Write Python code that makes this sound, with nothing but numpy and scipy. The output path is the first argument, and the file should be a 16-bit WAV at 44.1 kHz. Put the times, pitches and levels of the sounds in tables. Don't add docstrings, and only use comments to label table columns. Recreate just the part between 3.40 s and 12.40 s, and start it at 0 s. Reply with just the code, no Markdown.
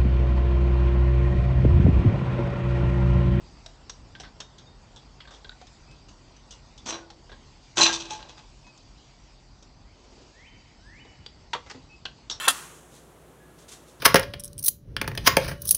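import sys
import numpy as np
from scipy import signal
from scipy.fft import rfft, irfft, next_fast_len
from scipy.io import wavfile
from scipy.ndimage import uniform_filter1d, map_coordinates

SR = 44100
rng = np.random.default_rng(int(sys.argv[2]) if len(sys.argv) > 2 else 0)


def persist_wave(psi):
    counts = np.round(np.clip(psi, -1, 1) * 32767).astype(np.int16)
    wavfile.write(sys.argv[1], SR, np.atleast_2d(counts).T)


N = 396900

# t/s, engines level/dB, rumble level/dB, traffic level/dB, leaves level/dB
YARD_LEVELS = [(0, -54, -54, -58, -61.5), (1.2, -55, -54.5, -59, -62.5), (3.8, -55, -54, -60.5, -61.5),
               (5.3, -54.5, -55, -61, -61), (6.3, -57, -56, -62, -62.5), (7.2, -59.5, -55.5, -62, -63.5),
               (8.1, -61, -55, -61, -60.5), (9, -60, -54, -60, -62.5)]
# f/Hz, level/dB
RUMBLE_SPECTRUM = [(12, -60), (20, -21.5), (32, 0), (48, -3.5), (58, -2.5), (70, -5.5), (129, -8.5),
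                   (161, -12.5), (266, -14), (320, -16.5), (420, -21.5), (700, -120)]
TRAFFIC_SPECTRUM = [(160, -7.5), (280, -8.5), (960, -5.5), (1040, -8.5), (1370, -13), (1600, -15),
                    (2080, -22), (3520, -120)]
LEAVES_SPECTRUM = [(820, -31.5), (1400, -26.5), (1590, -28), (1790, -13), (1840, -8), (2350, -6),
                   (2720, -7), (3750, -7.5), (4080, -7), (4870, -3.5), (5460, -8), (7470, -11.5),
                   (8700, -22.5), (11300, -68), (19100, -120)]
# f/Hz, width/Hz of each resonance pass, level/dB against the engines level
ENGINE_HUMS = [(42.3, 15, -1), (134.5, 22, -10)]
# f/Hz, width/Hz of each resonance pass, mean rms level/dB
INSECT_BAND = (4660, 550, -70.5)
# thud level/dB, knock level/dB, tick level/dB;
# t60/s of the flurry, ring f/Hz, ring level/dB against the crack
PLASTIC_CONTACTS = [(0.261, -43.5, -29, -6.5, -0.5, .045, 640, -3),
                    (0.495, -43.5, -8, -1, 2, 0.058, 5740, 4), (0.75, -46.5, -16, -5, -25, 0.083, 1560, -3),
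                    (0.799, -44.5, -4.5, -7, -1, 0.18, 767, -3), (0.833, -50, -5, 0, -27, 0.21, 1516, -4),
                    (1.002, -39, -9.5, -7, -1, 0.092, 3140, -10),
                    (1.182, -54, -15, -6, -2, .18, 3760, -0.5), (1.561, -57, -0.5, -3, 1, 0.14, 3400, 8),
                    (1.803, -51, -12, 4, -14, 0.14, 3280, 3.5), (1.852, -60.5, -11, 5, -12, 0.047, 1570, 2),
                    (1.874, -51.5, -4, -6, -13, .13, 1520, -3), (1.907, -55.5, 2.5, 1, -1, 0.31, 3740, -2),
                    (1.937, -55.5, -3, -5, -1.5, 0.35, 3330, 1),
                    (2.045, -45.5, -6, -17, -23, 0.054, 1570, -4),
                    (2.093, -38.5, -14, -14, -21, 0.026, 1480, -9.5),
                    (2.115, -62, -5, 3, -10, .14, 1500, 8), (2.214, -56.5, -16, -2, -1, 0.068, 720, 9),
                    (2.269, -57, -5, -3, -1, 0.088, 5260, -2), (2.511, -60, -1, -7, 2, 0.1, 2540, -1),
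                    (2.685, -59.5, 1, 1, 2.5, 0.17, 2830, 2.5), (2.964, -60, -8, -6, 0, .07, 6000, 2.5),
                    (3.107, -51, -9, -7, 5.5, 0.19, 2870, -2), (3.377, -60, -18, -10, 8.5, 0.13, 3510, 7.5),
                    (3.702, -48, -30, -5, -4, 0.073, 823, -1), (3.894, -56.5, 4, 2, -15, .086, 1630, -1),
                    (3.917, -51, 1, -11, -22, 0.15, 1635, 0), (4.827, -43, -26, -25, -23, 0.031, 850, -6),
                    (5.266, -57.5, -5, -5, -9, 0.14, 970, 0.5), (5.376, -61, -10, -9.5, 6, 0.053, 643, -9),
                    (6.224, -60, 2, -19, 4, 0.14, 5750, -1.5),
                    (7.649, -64.5, 12.5, -6.5, -5, 0.14, 630, -9),
                    (7.862, -39.5, -10, -8.5, -16, .035, 4700, -4),
                    (8.132, -30, -15, -1, -10.5, 0.093, 950, 3),
                    (8.149, -47.5, 11.5, 11.5, -13, 0.084, 1158, 13),
                    (8.263, -59.5, 6, 7.5, -1, .16, 2000, 1),
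                    (8.298, -48.5, -11, 5.5, 3.5, 0.095, 1280, -9),
                    (8.311, -43.5, -4.5, 0, -2, .06, 846, -5.5), (8.345, -59, 14, 2, -12, 0.2, 261, 12.5),
                    (8.653, -30.5, -11, -21, -17.5, 0.06, 1554, -9),
                    (8.898, -36, -12, -5, 0.5, 0.12, 3680, 7),
                    (8.909, -39.5, -13, -5.5, -5.5, 0.22, 5560, 5.5)]
CAGE_CONTACTS = [(3.456, -41.5, 0, -1.5, 2, 0.33, 6427, -2), (3.483, -36.5, -3.5, -0.5, 0, 0.22, 6167, 1),
                 (3.523, -38.5, -1, -0.5, -18, .15, 2825, -10), (3.549, -55.5, 8, 2, -9, 0.43, 334, 5.5),
                 (3.575, -60, 2, 1, -5, 0.21, 1470, 8.5), (4.356, -49, -13, 5.5, 7, 0.55, 6167, -3),
                 (4.369, -22, -7.5, -4, -1.5, 0.55, 334, -12), (4.396, -30, 2, 3.5, -2, .08, 862, -1),
                 (4.407, -23.5, -7, -2.5, 3, 0.2, 4054, 11), (4.425, -20, -15, -23, 1, 0.096, 2562, -6),
                 (4.453, -18.5, -19, -9.5, -13, 0.17, 1600, -15), (4.487, -41, 3, 8, -16.5, .27, 1600, 8.5),
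                 (4.527, -30.5, -26, -11, 0.5, .17, 3600, -2.5),
                 (4.597, -38.5, -13, -10, -2, 0.2, 4054, -16),
                 (4.641, -47.5, -3.5, -5, -4.5, 0.8, 862, -18),
                 (4.698, -38, -7.5, -7.5, -0.5, 0.32, 862, 3.5), (4.787, -53, 3, 2, -8, 0.53, 862, -4),
                 (4.887, -48.5, -8, -5, -4.5, 0.19, 3600, -15),
                 (4.971, -53, -26, -0.5, -5.5, 0.39, 862, -0.5)]
# low f/Hz, high f/Hz
BLOW_BANDS = [(70, 700), (700, 2000), (2450, 4900), (4900, 7000), (7000, 9000)]
# f/Hz, width/Hz, level/dB
SHELL_MODES = [(452, 210, -4.5), (955, 200, -27), (1170, 420, -2), (1600, 190, -10.5), (2980, 910, 2.5),
               (3470, 380, 9), (3760, 500, 8), (4350, 400, 3.5), (5680, 450, 0), (6440, 370, 0)]
# f/Hz, width/Hz, level/dB
WIRE_MODES = [(600, 390, 0.5), (982, 350, 5.5), (1630, 890, -7), (2524, 850, 1), (3380, 590, 6),
              (3980, 840, 0), (5960, 790, 6), (6930, 600, -3.5), (8530, 500, -19)]
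# f/Hz, level/dB, t60/s
POLE_MODES = [(236, 3, .12), (334, 8, .55), (862, 12, .22), (1075, 8, .2), (1470, 4, .3), (1600, 9, .15),
              (2384, 8, .15), (2562, 14, .15), (2825, 9, .2), (3600, 9, .15), (3950, 11, .15),
              (4054, 15, .2), (5708, 9, .12), (5942, 7, .12), (6167, 9, .12), (6427, 8, .12)]
# t/s, f/Hz, initial level/dB
HOOK_PINGS = [(1.006, 3700, -51.5), (1.268, 3680, -55.5)]
# t/s, length/s, f/Hz, level/dB at the end
FLAT_NOTES = [(2.48, 0.053, 2580, -60), (5.248, 0.059, 2547, -57), (8.5, 0.05, 2580, -53.5)]
# t/s at the top, climb length/s, top f/Hz, level/dB before the top accent
RISING_WHISTLES = [(6.536, .1, 3050, -71), (7.072, 0.13, 3060, -58), (7.604, 0.17, 2970, -57)]
# f/Hz, width/Hz of each resonance pass, level/dB at the height of the swell
RUSTLE_BANDS = [(5900, 2600, -65), (2820, 2400, -64.5), (347, 560, -55.5)]

EDGE_DB = -10
PING_T60_S, PING_ATTACK_S = 0.26, 0.002
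NOTE_SWELL_DB, NOTE_ATTACK_S, NOTE_RELEASE_S = 3.5, 0.011, 0.015
KNEE_HZ, CLIMB_HZ, FLICK_S = 2780, 2940, 0.0054
RISE_ATTACK_S, ACCENT_DB, TOP_HOLD_S, TOP_RELEASE_S = 0.078, 1.3, 0.017, 0.025
RUSTLE_S, RUSTLE_RISE_S, RUSTLE_FALL_S = 6.76, 0.19, 0.21
TOP_HZ = 8856


def amp(db):
    return 10 ** (np.asarray(db) / 20)


def unit(x):
    return x / np.sqrt(np.mean(x ** 2) + 1e-20)


def along(points, hz):
    f, v = np.transpose(points)
    return np.interp(np.log(hz + 1), np.log(f + 1), v)


def wobble(rate):
    knots = rng.standard_normal(int(N * rate / SR) + 4)
    return map_coordinates(knots, [np.arange(N) * rate / SR])


def filtered(x, response):
    m = 2 * next_fast_len(x.shape[-1] // 2 + SR // 4)
    return irfft(rfft(x, m) * response(np.fft.rfftfreq(m, 1 / SR)), m)[..., :x.shape[-1]]


def resonance(f, hz, width_hz):
    return 1j * f * width_hz / (hz * hz - f * f + 1j * f * width_hz)


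def hum(hz, width_hz, db):
    noise = rng.standard_normal(N)
    return amp(db) * unit(filtered(noise, lambda f: resonance(f, hz, width_hz) ** 2))


def rush(spectrum, patchy_db):
    z = signal.stft(rng.standard_normal(N + 512), nperseg=512)[2]
    across_frequency = uniform_filter1d(rng.standard_normal(z.shape), 5, 0)
    patches = uniform_filter1d(across_frequency, 10, 1)
    noise = signal.istft(z * amp(patchy_db * unit(patches)), nperseg=512)[1][:N]
    return unit(filtered(noise, lambda hz: amp(along(spectrum, hz))))


def yard():
    s, *levels = np.transpose(YARD_LEVELS)
    engines_db, rumble_db, traffic_db, leaves_db = (np.interp(np.arange(N) / SR, s, c) for c in levels)
    engines = amp(engines_db) * sum(hum(*row) for row in ENGINE_HUMS)
    rumble = amp(rumble_db + 1.3 * wobble(4)) * rush(RUMBLE_SPECTRUM, patchy_db=1.5)
    traffic = amp(traffic_db + 0.32 * wobble(14)) * rush(TRAFFIC_SPECTRUM, patchy_db=1.1)
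    leaves = amp(leaves_db + 1.4 * wobble(3.0)) * rush(LEAVES_SPECTRUM, patchy_db=2.76)
    insects = amp(1.5 * wobble(7.7)) * hum(*INSECT_BAND)
    return engines + rumble + traffic + leaves + insects


def width(t60):
    return np.log(1000) / (np.pi * max(t60, .01))


def causal(gain):
    cepstrum = irfft(np.log(gain + 1e-6))
    half = len(cepstrum) // 2
    cepstrum[1:half] *= 2
    cepstrum[half + 1:] = 0
    return np.exp(rfft(cepstrum))


def loudest(x):
    return np.sqrt(uniform_filter1d(x * x, size=400).max())


def jolts(t, t60, rise, spiky_db, quicker, snap):
    sizes = amp(spiky_db * rng.standard_normal(len(t) // 64 + 1)).repeat(64)[:len(t)]
    lives = max(t60, .005) * quicker ** np.arange(len(BLOW_BANDS))[:, None]
    onset = 1 - np.exp(-t / max(rise, 5e-5))
    decay = amp(-60 * t / lives) + snap * np.exp(-t / 0.0005)
    return sizes * onset * decay * rng.standard_normal((len(BLOW_BANDS), len(t)))


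def coloured(strands, band_db):
    out = 0
    for edges, strand, db in zip(BLOW_BANDS, strands, band_db):
        band = signal.sosfilt(signal.butter(3, edges, "band", fs=SR, output="sos"), strand)
        out = out + amp(db) * band / loudest(band)
    return out


def blows(table, modes, flat, scatter_db, spiky_db, quicker, snap, rise, ring_t60, shortens, size):
    out, t, f = np.zeros(N + SR), np.arange(size) / SR, np.fft.rfftfreq(size, 1 / SR)
    powers = np.array([abs(amp(db) * resonance(f, hz, w)) ** 2 for hz, w, db in modes])
    through = lambda x, response: irfft(rfft(x) * response, size)
    fade = np.clip(5 - 5 * t / t[-1], 0, 1)
    for s, db, thud_db, knock_db, tick_db, t60, ring_hz, ring_db in table:
        blow = jolts(t, t60, rise, spiky_db, quicker, snap)
        strengths = amp(2 * rng.normal(0, scatter_db, len(modes)))
        body = causal(np.sqrt(flat ** 2 + strengths @ powers))
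        bands = coloured(through(blow, body), [thud_db, knock_db, 0, tick_db, tick_db + EDGE_DB])
        life = ring_t60 * (1000 / ring_hz) ** shortens
        ring = through(blow[1] * np.exp(-t / 0.058), resonance(f, ring_hz, width(life)))
        sound = bands + amp(ring_db) * ring / loudest(ring)
        out[round(s * SR):][:size] += amp(db) * fade * sound
    return out[:N]


def feeder():
    return blows(PLASTIC_CONTACTS, SHELL_MODES, flat=0.28, scatter_db=7, spiky_db=1.5, quicker=0.9, snap=1.4,
                 rise=0.0007, ring_t60=0.049, shortens=0.65, size=8192)


def yard_echo(x, t60, gap):
    t = np.arange(SR) / SR
    tail = rng.standard_normal(SR) * amp(-60 * t / t60) * (t > gap)
    return signal.fftconvolve(x, tail / np.linalg.norm(tail))[:N]


def tone(hz, db):
    return np.sqrt(2) * amp(db) * np.sin(2 * np.pi * np.cumsum(hz * np.ones(N)) / SR)


def pings():
    out = np.zeros(N)
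    for s, hz, db in HOOK_PINGS:
        age = np.clip(np.arange(N) / SR - s, 0, 9)
        out += (1 - np.exp(-age / PING_ATTACK_S)) * tone(hz, db - 60 * age / PING_T60_S)
    return out


def slope(late, seconds):
    return -20 * np.clip(late, 0, 1) / max(seconds, .002)


def notes():
    t, out = np.arange(N) / SR, np.zeros(N)
    for s, length, hz, db in FLAT_NOTES:
        swell = -NOTE_SWELL_DB * np.clip((s + length - t) / length, 0, 1)
        ends = slope(s - t, NOTE_ATTACK_S) + slope(t - s - length, NOTE_RELEASE_S)
        out += tone(hz, db + swell + ends)
    return out


def cage():
    pole = [(hz, width(t60), db) for hz, db, t60 in POLE_MODES]
    nearest = lambda hz: min((mode[0] for mode in POLE_MODES), key=lambda m: abs(m - hz))
    rattles = [(*row[:6], nearest(row[6]), row[7]) for row in CAGE_CONTACTS]
    return blows(rattles, WIRE_MODES + pole, flat=0.47, scatter_db=4.0, spiky_db=4.0, quicker=0.94, snap=0.96,
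                 rise=0.0041, ring_t60=0.21, shortens=1.12, size=24576)


def rises():
    out = np.zeros(N)
    for s, climb, top_hz, db in RISING_WHISTLES:
        early = s - np.arange(N) / SR
        flick = np.exp(-np.clip(early, 0, 1) / FLICK_S)
        climb_hz = KNEE_HZ - CLIMB_HZ * np.sqrt(np.clip(early, 0, .5))
        hz = (1 - flick) * climb_hz + flick * top_hz
        attack = slope(early - climb + RISE_ATTACK_S / 2, RISE_ATTACK_S)
        release = slope(-early - TOP_HOLD_S, TOP_RELEASE_S)
        out += tone(hz, db + ACCENT_DB * flick ** 2 + attack + release)
    return out


def birds():
    near, far = notes(), rises()
    near_echo = amp(-14) * yard_echo(near, t60=0.57, gap=0.023)
    far_echo = amp(1.5) * yard_echo(far, t60=1.26, gap=0.0071)
    return near + near_echo + far + far_echo


def rustle():
    late = np.arange(N) / SR - RUSTLE_S
    swell = np.exp(-(late / np.where(late < 0, RUSTLE_RISE_S, RUSTLE_FALL_S)) ** 2)
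    return swell * amp(2.0 * wobble(60)) * sum(hum(*row) for row in RUSTLE_BANDS)


def scene():
    knocks = feeder() + cage() + pings()
    echo = amp(-12) * yard_echo(knocks, t60=0.2, gap=0.012)
    return (knocks + echo + birds() + rustle() + yard())[None]


def record(dry):
    rounded = dry[0] / (1 + abs(dry[0] / .7) ** 4) ** (1 / 4)

    def roll_off(hz):
        treble = amp(-20 * np.clip((hz - 8000) / 850, 0, 3) ** 1.36) * (hz < TOP_HZ)
        return treble / (1 + (30 / (hz + 1)) ** 4)

    hiss = filtered(rng.standard_normal(N), lambda hz: amp(-97) * (hz < 12750))
    return (filtered(rounded, roll_off) + hiss)[None]


dry = scene()
out = record(dry)
persist_wave(out)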